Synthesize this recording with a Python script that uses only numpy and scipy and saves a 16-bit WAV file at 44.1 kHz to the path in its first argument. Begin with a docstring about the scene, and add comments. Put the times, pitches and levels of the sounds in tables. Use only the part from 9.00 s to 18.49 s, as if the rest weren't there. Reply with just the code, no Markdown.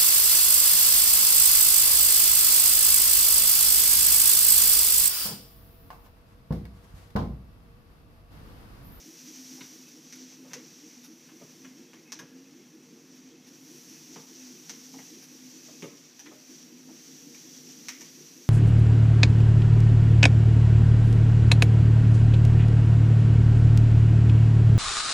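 """A person walks on a slow treadmill in a small room, with a cat whose paws go unheard.
From the start a low hum near 256 Hz swells and flutters, a roller groans into the deck once a turn and
the belt hisses over it. Shoes thud, knock and scuff from 0.6 s; at 2 s the roller labours under the
walker's weight. Around 4 s the hiss sinks and only soft swishes pass. The steps return at 5.2 s, the
heaviest lands at 6.8 s, the roller labours again and the walk goes on. One small microphone hears it."""
import sys
import numpy as np
from scipy import signal
from scipy.fft import rfft, irfft
from scipy.io import wavfile

SR = 44100
rng = np.random.default_rng(int(sys.argv[2]) if len(sys.argv) > 2 else 0)


def unload_audio(sound):
    """Save the sound as a 16-bit wav file, at the path given as the first command line argument."""
    columns = np.transpose(np.atleast_2d(sound))
    # keep every value between -1 and 1, then stretch to whole-number steps
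    steps = np.round(np.clip(columns, -1, 1) * 32767)
    wavfile.write(sys.argv[1], SR, steps.astype(np.int16))


N = 418509
TIME = np.arange(N) / SR


def amp(db):
    """Decibels to gain."""
    return 10 ** (np.asarray(db) / 20)


def unit_rms(x):
    """Scales to an rms of 1."""
    return x / np.sqrt(np.mean(x ** 2) + 1e-20)


def unit_energy(x):
    """Scales to an energy of 1."""
    return x / np.sqrt(np.sum(x ** 2) + 1e-20)


def curve_at(points, hz):
    """Reads a curve on a log-frequency axis."""
    point_hz, value = np.transpose(points)
    return np.interp(np.log(hz + 1), np.log(point_hz), value)


def automation(rows):
    """Draws each column of a timed table as a lane with one value a sample."""
    times, *columns = np.transpose(rows)
    return [np.interp(TIME, times, column) for column in columns]


def add(mix, start_s, sound):
    """Mixes a sound in at a time."""
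    part = mix[max(round(start_s * SR), 0):][:len(sound)]
    part += sound[:len(part)]


def noise(eq):
    """Steady noise coloured by an EQ curve, rms 1."""
    gain = amp(curve_at(eq, np.fft.rfftfreq(N, 1 / SR)))
    return unit_rms(irfft(rfft(rng.standard_normal(N)) * gain, N))


def wander(rate_hz):
    """Smooth random modulation up to a rate, rms 1."""
    hz = np.fft.rfftfreq(N, 1 / SR)
    return unit_rms(irfft(rfft(rng.standard_normal(N)) / (1 + (hz / rate_hz) ** 2) ** 2, N))


def click(eq, size=4096):
    """The tightest (minimum-phase) click with a given EQ curve."""
    log_gain = np.log(amp(curve_at(eq, abs(np.fft.fftfreq(size, 1 / SR)))))
    spectrum = np.exp(np.conj(signal.hilbert(log_gain)))
    return unit_energy(np.fft.ifft(spectrum).real[:size // 2])


# The roller's pace, sagging twice under the walker's weight: (time [s], speed [turns/s])
ROLLER_SPEED = [(0.0, 4.42), (1.75, 4.7), (2.0, 3.38), (2.45, 4.64), (3.5, 5.33), (4.9, 4.94), (6.9, 4.94),
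                (7.1, 2.58), (7.65, 5.23), (8.8, 5.61), (9.49, 4.87)]

def roller_motion(usual_speed=4.9, start_turn=.61):
    """The roller's speed above its usual pace in turns/s, and its running count of turns."""
    speed, = automation(ROLLER_SPEED)
    return speed - usual_speed, start_turn + np.cumsum(speed) / SR


def drive_whir(level_db=-73, throb_db=5):
    """The drive sings faintly and fitfully in three narrow resonances of its housing."""
    whir = 0
    for hz, db in [(2170, -5), (2580, 0), (3330, -3)]:
        peak_eq = [(hz - 500, -70), (hz - 130, -12), (hz, 0), (hz + 130, -12), (hz + 500, -70)]
        whir += amp(db) * unit_rms(noise(peak_eq) * amp(throb_db * wander(14)))
    return amp(level_db) * unit_rms(whir)


# The deck's resonances and how strongly each source drives them:
# (pitch [Hz], bandwidth [Hz], rolling gain [dB], groan gain [dB], shoe gain [dB])
DECK_MODES = [(116.4, 15, -9, -33, -1.5), (138, 11.8, -6.5, -35, -3), (149.2, 13.4, 1, -25, 2.5),
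              (178.4, 14, -1.5, -32, 2.5), (193.3, 9, -5, -12, -22), (211.2, 17, -1.5, 8, 3),
              (234.3, 9.4, 1.5, 7.5, -12), (254, 19, 1.5, -22, 2.5), (292, 4.9, -5, -2.5, 4),
              (306.7, 6.1, 0, -7, -12), (329, 9.2, -3.5, 5.5, -6), (334.2, 18, -17, 1.5, -11.5),
              (358.2, 10, -4, 5, -1), (406.3, 12.5, -17, -2, 0.5), (466, 11.3, -2.5, 8.5, 4.5),
              (500, 60, -10.5, -24, 0.5), (521, 12, -10.5, -23, -3), (564.5, 8.4, -19, -31, -7)]

def deck_ring(driven_by):
    """The deck's modes die away, each as strong as the place of excitation makes it."""
    t = np.arange(SR // 2) / SR
    ring = 0
    for k, (hz, width, rolling_db, groan_db, shoe_db) in enumerate(DECK_MODES):
        db = {"rolling": rolling_db, "groan": groan_db, "shoe": shoe_db}[driven_by]
        gain = (-1) ** k * amp(db) * np.sqrt(width)  # neighbours swing opposite ways
        ring += gain * np.exp(-np.pi * width * t) * np.sin(2 * np.pi * hz * t)
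    # the board radiates little bass, and the belt damps its treble
    band = signal.butter(4, [120, 600], "band", fs=SR, output="sos")
    return unit_energy(signal.sosfilt(band, ring))


# Tone of the bed of air: (frequency [Hz], gain [dB])
AIR_EQ = [(20, -32), (42, -30), (54, -5), (68, -23), (90, -11), (130, -5.5), (300, 7.5), (520, -0.5),
          (620, -5), (1100, -6), (1500, -9), (3000, -11.5), (8000, -46)]

def deck_rumble(level_db=-58.5, db_per_speed=2.5, air_db=-65):
    """The rolling belt shakes the deck at random, harder the faster it runs, over a soft wash of air."""
    faster, _ = roller_motion()
    shaken = signal.oaconvolve(rng.standard_normal(N + SR), deck_ring("rolling"))[SR:SR + N]
    return amp(level_db + db_per_speed * faster) * unit_rms(shaken) + amp(air_db) * noise(AIR_EQ)


# Fader ride of the low hum, swelling and sinking: (time [s], level [dB])
HUM_FADER = [(0.0, -59), (0.15, -69), (0.45, -51.0), (0.96, -63), (1.22, -53.0), (1.5, -54), (1.89, -65.0),
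             (2.02, -54.0), (2.15, -62.5), (2.66, -55.5), (3.05, -71.5), (3.39, -52.0), (3.6, -61.5),
             (4.55, -57.5), (5.05, -63.5), (5.55, -55), (5.75, -61.5), (5.98, -50), (6.27, -65.5),
             (6.46, -50.5), (6.62, -59), (7.25, -67), (7.7, -53.5), (7.98, -58.0), (8.27, -53.0),
             (8.42, -60.5), (8.57, -52), (8.76, -61), (9.48, -57.5)]

def low_hum(usual_hz=255.7, hz_per_speed=2.51, drift_hz=3.48, jitter_hz=3, throb_db=2.8, flutter=0.34):
    """A low hum near 256 Hz swells and flutters; its pitch dips slightly when the roller slows."""
    level_db, = automation(HUM_FADER)
    faster, _ = roller_motion()
    hz = usual_hz + hz_per_speed * faster + drift_hz * wander(4.98) + jitter_hz * wander(23.4)
    tone = np.sqrt(2) * np.sin(2 * np.pi * np.cumsum(hz) / SR)
    swell = amp(level_db + throb_db * wander(16.6))
    return swell * unit_rms(1 + flutter * wander(30)) * tone


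# Tone of the grit in the roller's groan: (frequency [Hz], gain [dB])
GRIT_EQ = [(90, -51), (170, -8), (260, 5.5), (360, 2.5), (410, -4), (470, 0), (540, -16), (900, -50)]

def roller_groan(gain_db=-53.5, db_per_speed=-1.5, spread_db=1.5, low_hz=268, high_hz=372,
                 hz_per_speed=18, length_s=0.085, lead_s=.05, uneven=.3, grit=0.63, ring_gain=0.93):
    """Once a turn the roller rubs and rings the deck: a rising groan, lower and louder as it labours."""
    faster, turns = roller_motion()
    rubs = np.flatnonzero(np.diff(np.floor(turns)))
    force, pressure = np.zeros((2, N))
    for at, (stretch, reach, phase, press) in zip(rubs, rng.uniform(-1, 1, (len(rubs), 4))):
        progress = np.linspace(0, 1, round(length_s * (1 + uneven * stretch) * SR))
        swell = amp(db_per_speed * faster[at] + spread_db * press) * np.sin(np.pi * progress ** 0.81)
        rise_hz = (high_hz + hz_per_speed * faster[at] - low_hz) * (1 + 2 * uneven * reach)
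        cycles = np.cumsum(low_hz + rise_hz * progress) / SR
        add(force, at / SR - lead_s, swell * np.sqrt(2) * np.sin(2 * np.pi * (cycles + phase)))
        add(pressure, at / SR - lead_s, swell)
    force += grit * pressure * noise(GRIT_EQ)
    ring = unit_rms(signal.oaconvolve(force, deck_ring("groan"))[:N])
    return amp(gain_db) * np.std(force) * unit_rms(ring_gain * ring + unit_rms(force))


# Fader rides of the dragging belt, before trim: (time [s], hiss level [dB], fizz level [dB])
BELT_FADERS = [(0.0, -54, -63.5), (0.55, -50.0, -60.5), (0.98, -56, -67), (1.18, -52, -69),
               (1.48, -60.5, -68), (1.68, -54.0, -68), (2.2, -59, -69.5), (2.55, -57, -67.5),
               (2.9, -62.5, -72.5), (3.8, -62, -73), (4.2, -59.5, -72.0), (4.35, -63.5, -75.5),
               (4.75, -54.5, -61.5), (5.15, -53.0, -65.0), (6.05, -51, -62.5), (6.25, -56, -64.5),
               (6.75, -50.5, -64.5), (7.12, -57.5, -71), (7.4, -58, -67.0), (7.55, -52.0, -64.5),
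               (7.75, -59, -69), (8.05, -52.5, -64.0), (9.05, -52, -63.0), (9.48, -54.5, -64.0)]
# Tones of its bright hiss, fine top fizz and coarse midrange rub: (frequency [Hz], gain [dB])
HISS_EQ = [(1500, -50), (3000, -11), (4000, -10), (4700, -5), (5250, -4), (5600, 3), (5900, 5), (6300, 0.5),
           (7000, -6), (8000, -13.5), (9500, -26), (15500, -20)]
FIZZ_EQ = [(4000, -14), (7000, -3), (9000, -2), (10700, -.5), (12300, 0), (13400, 3.5), (14300, -.5),
           (15500, -3)]
RUB_EQ = [(400, -23), (700, -0.5), (1000, -6), (1400, -3), (1800, 1.5), (2500, 2), (3300, -1), (4200, -1),
          (6000, -5.5), (9000, -44)]

def belt_friction(hiss_trim_db=1, fizz_trim_db=2, usual_hiss_db=-53, usual_rub_db=-62,
                  flicker_db=1.07, sway_db=0.03, sway_lag_turns=0.96):
    """Sliding friction, louder and brighter where weight presses the belt on the deck."""
    hiss_db, fizz_db = automation(BELT_FADERS)
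    rub_db = usual_rub_db + 0.5 * (hiss_db - usual_hiss_db)  # the rub grows less than the hiss
    _, turns = roller_motion()
    sway = np.cos(2 * np.pi * (turns - sway_lag_turns))  # the belt tightens and slackens each turn
    grip = amp(flicker_db * wander(18) + sway_db * sway)
    hiss = amp(hiss_db + hiss_trim_db) * noise(HISS_EQ)
    rub = amp(rub_db) * noise(RUB_EQ)
    fizz = amp(fizz_db + fizz_trim_db) * noise(FIZZ_EQ)
    return grip * (hiss + rub) + fizz


# The small room's reverb on the footwork: (frequency [Hz], time to fall by 60 dB [s])
ROOM_DECAY = [(150, .36), (500, 0.51), (2000, 0.52), (6000, 0.39), (14000, 0.046)]

def room_response(direct_db=-3.5, bounce_s=.0032, bounce_loss_db=8, scatter_t60_s=.1, tail_db=-7.5):
    """Direct sound, a bounce off the deck, scatter from the frame and furniture, then the room's tail."""
    t = np.arange(SR // 2) / SR
    scatter, late = rng.standard_normal((2, len(t))) * (t > bounce_s)
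    hz, frame_s, bands = signal.stft(late, SR, nperseg=256)
    decay = amp(-60 * frame_s / curve_at(ROOM_DECAY, hz)[:, None])
    tail = signal.istft(bands * decay, SR, nperseg=256)[1][:len(t)]
    response = unit_energy(scatter * amp(-60 * t / scatter_t60_s)) + amp(tail_db) * unit_energy(tail)
    response[0] += amp(direct_db)
    response[round(bounce_s * SR)] += amp(direct_db - bounce_loss_db)
    return response


def spot_ring(hz, least_width_hz=75, damping_hz=15000):
    """The struck spot rings briefly; its damping grows with the square of the pitch."""
    quality = hz / (least_width_hz + hz ** 2 / damping_hz)
    return signal.lfilter(*signal.iirpeak(hz, quality, fs=SR), signal.unit_impulse(SR // 8))


# Tones of a step's layers, deck thud, frame knock and sharp tick: (frequency [Hz], gain [dB])
THUD_EQ = [(50, -75), (90, -38), (140, -11), (300, 2.5), (520, -2.5), (700, -25), (1200, -7.5),
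           (3000, -48.5)]
KNOCK_EQ = [(60, -72), (200, -13), (500, -12), (720, -2.5), (1100, 1), (1400, 0), (1750, 2), (2450, -1.5),
            (3000, -1.5), (4000, -8.5), (7000, -31.5)]
TICK_EQ = [(100, -82), (800, -15), (2000, -4), (3500, -0.5), (4300, -1.5), (5100, 0.5), (5900, 9.5),
           (6600, 1.5), (8000, -11.5), (10000, -20.5), (13400, -13.5), (16000, -29)]

def shoe_contact(contact_ms, thud_db, knock_db, tick_db, spot_hz, spot_db, diffuse_gain=0.49, span_s=.04):
    """A shoe pushes the deck, knocks the frame, ticks and rings the struck spot; long contacts scuff."""
    t = np.arange(SR // 8) / SR
    contact_s = contact_ms / 1000
    if contact_ms < .5:  # hard: one clean snap
        force = signal.unit_impulse(len(t))
    else:  # soft: a burst of tiny slips
        force = rng.standard_normal(len(t)) * t * np.exp(-t / contact_s)
    in_room = signal.fftconvolve(force, room_response())
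    thud = diffuse_gain * unit_energy(signal.fftconvolve(in_room, click(THUD_EQ)))
    add(thud, 0, unit_energy(signal.fftconvolve(force, deck_ring("shoe"))))
    knock = signal.fftconvolve(in_room, click(KNOCK_EQ))
    tick = signal.fftconvolve(in_room, click(TICK_EQ))
    spot = signal.fftconvolve(in_room, spot_ring(spot_hz))
    out = np.zeros(SR)
    for layer, db in [(thud, thud_db), (knock, knock_db), (tick, tick_db), (spot, spot_db)]:
        # each level sets the energy of the layer's attack, as if spread over span_s
        attack = layer[:round((span_s + 2 * contact_s) * SR)]
        add(out, 0, amp(db) * layer * np.sqrt(span_s * SR / np.sum(attack ** 2)))
    return out


# Cues for the light brushes: (time [s], contact time [ms], base level [dB])
SWISH_CUES = [(.88, 1.8, -68), (1.153, 2.8, -63), (2.03, 12, -59), (4.145, 11, -69), (4.468, 5.3, -66),
              (6.215, 13, -59)]

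def swishes(cloth_hz=11300):
    """A shoe or trouser leg brushes past, mostly treble."""
    out = np.zeros(N)
    for start_s, contact_ms, db in SWISH_CUES:
        add(out, start_s, shoe_contact(contact_ms, thud_db=db - 9, knock_db=db - 3, tick_db=db + 6,
                                       spot_hz=cloth_hz, spot_db=db - 2))
    return out


# Cues for the soft steps: (time [s], contact time [ms], thud and slap level [dB], slap pitch [Hz])
TREAD_CUES = [(.575, 3.7, -64, 860), (1.44, 13, -58.5, 504), (1.544, 11, -55, 496), (2.411, 4.7, -56, 420),
              (3.197, 12, -59.5, 477), (5.16, 1.1, -54.5, 930), (5.94, 1, -57, 820), (5.987, 1, -60, 800),
              (6.683, 3.4, -58.5, 545), (6.832, 7.5, -47, 465), (7.308, 5.7, -56.5, 600),
              (7.8885, 1.1, -59.5, 586)]

def sole_treads():
    """A sole lands flat and soft on the belt, mostly thud and slap."""
    out = np.zeros(N)
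    for start_s, contact_ms, db, slap_hz in TREAD_CUES:
        add(out, start_s, shoe_contact(contact_ms, thud_db=db, knock_db=db - 14, tick_db=db - 15,
                                       spot_hz=slap_hz, spot_db=db))
    return out


# Cues for the knocks:
# (time [s], contact time [ms], deck thud [dB], frame knock [dB], sharp tick [dB], rail ring [dB])
KNOCK_CUES = [(0.607, 1.1, -51.5, -53.5, -70, -55), (1.1261, .3, -75, -73, -50, -60),
              (1.506, 4.5, -56, -57, -63, -76), (1.5342, .1, -60, -49.5, -42.5, -53.5),
              (2.28, 8, -79, -61, -72, -72), (2.646, 1.5, -57, -55, -65, -86),
              (2.9335, .24, -61, -58.5, -66, -68), (3.1211, .1, -65, -49.5, -41, -76),
              (3.189, 2.1, -56, -48, -50, -65), (5.1591, 0.5, -49, -55.5, -65, -70),
              (5.6956, .1, -60, -51.5, -42, -63), (5.987, .7, -64, -55.5, -60, -77),
              (6.824, .3, -42, -52, -55, -54.5), (7.193, 1.1, -70, -57.5, -49, -70),
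              (7.258, 3.1, -64, -53.5, -69, -75), (8.344, 2.2, -70, -57.5, -53.5, -72),
              (8.8854, .1, -60, -53.5, -39, -45), (9.0082, 2.1, -61, -55, -48.5, -66)]

def shoe_knocks(rail_hz=2210):
    """A shoe knocks on the deck and frame and rings the side rail."""
    out = np.zeros(N)
    for start_s, contact_ms, thud_db, knock_db, tick_db, rail_db in KNOCK_CUES:
        add(out, start_s, shoe_contact(contact_ms, thud_db, knock_db, tick_db, rail_hz, rail_db))
    return out


def scene():
    """The machine bed with the footwork on top, the same in both channels."""
    machine = low_hum() + roller_groan() + deck_rumble() + belt_friction() + drive_whir()
    mono = machine + shoe_knocks() + sole_treads() + swishes()
    return np.array([mono, mono])


def record(dry, low_cut_hz=42, high_cut_hz=15350):
    """The small microphone loses deep bass, and the recorder's band limit shaves off the very top."""
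    thin = signal.sosfilt(signal.butter(4, low_cut_hz, "high", fs=SR, output="sos"), dry)
    high_cut = signal.firwin(1023, high_cut_hz, window=("kaiser", 8), fs=SR)
    return signal.oaconvolve(thin, high_cut[None], "same")


dry = scene()
out = record(dry)
unload_audio(out)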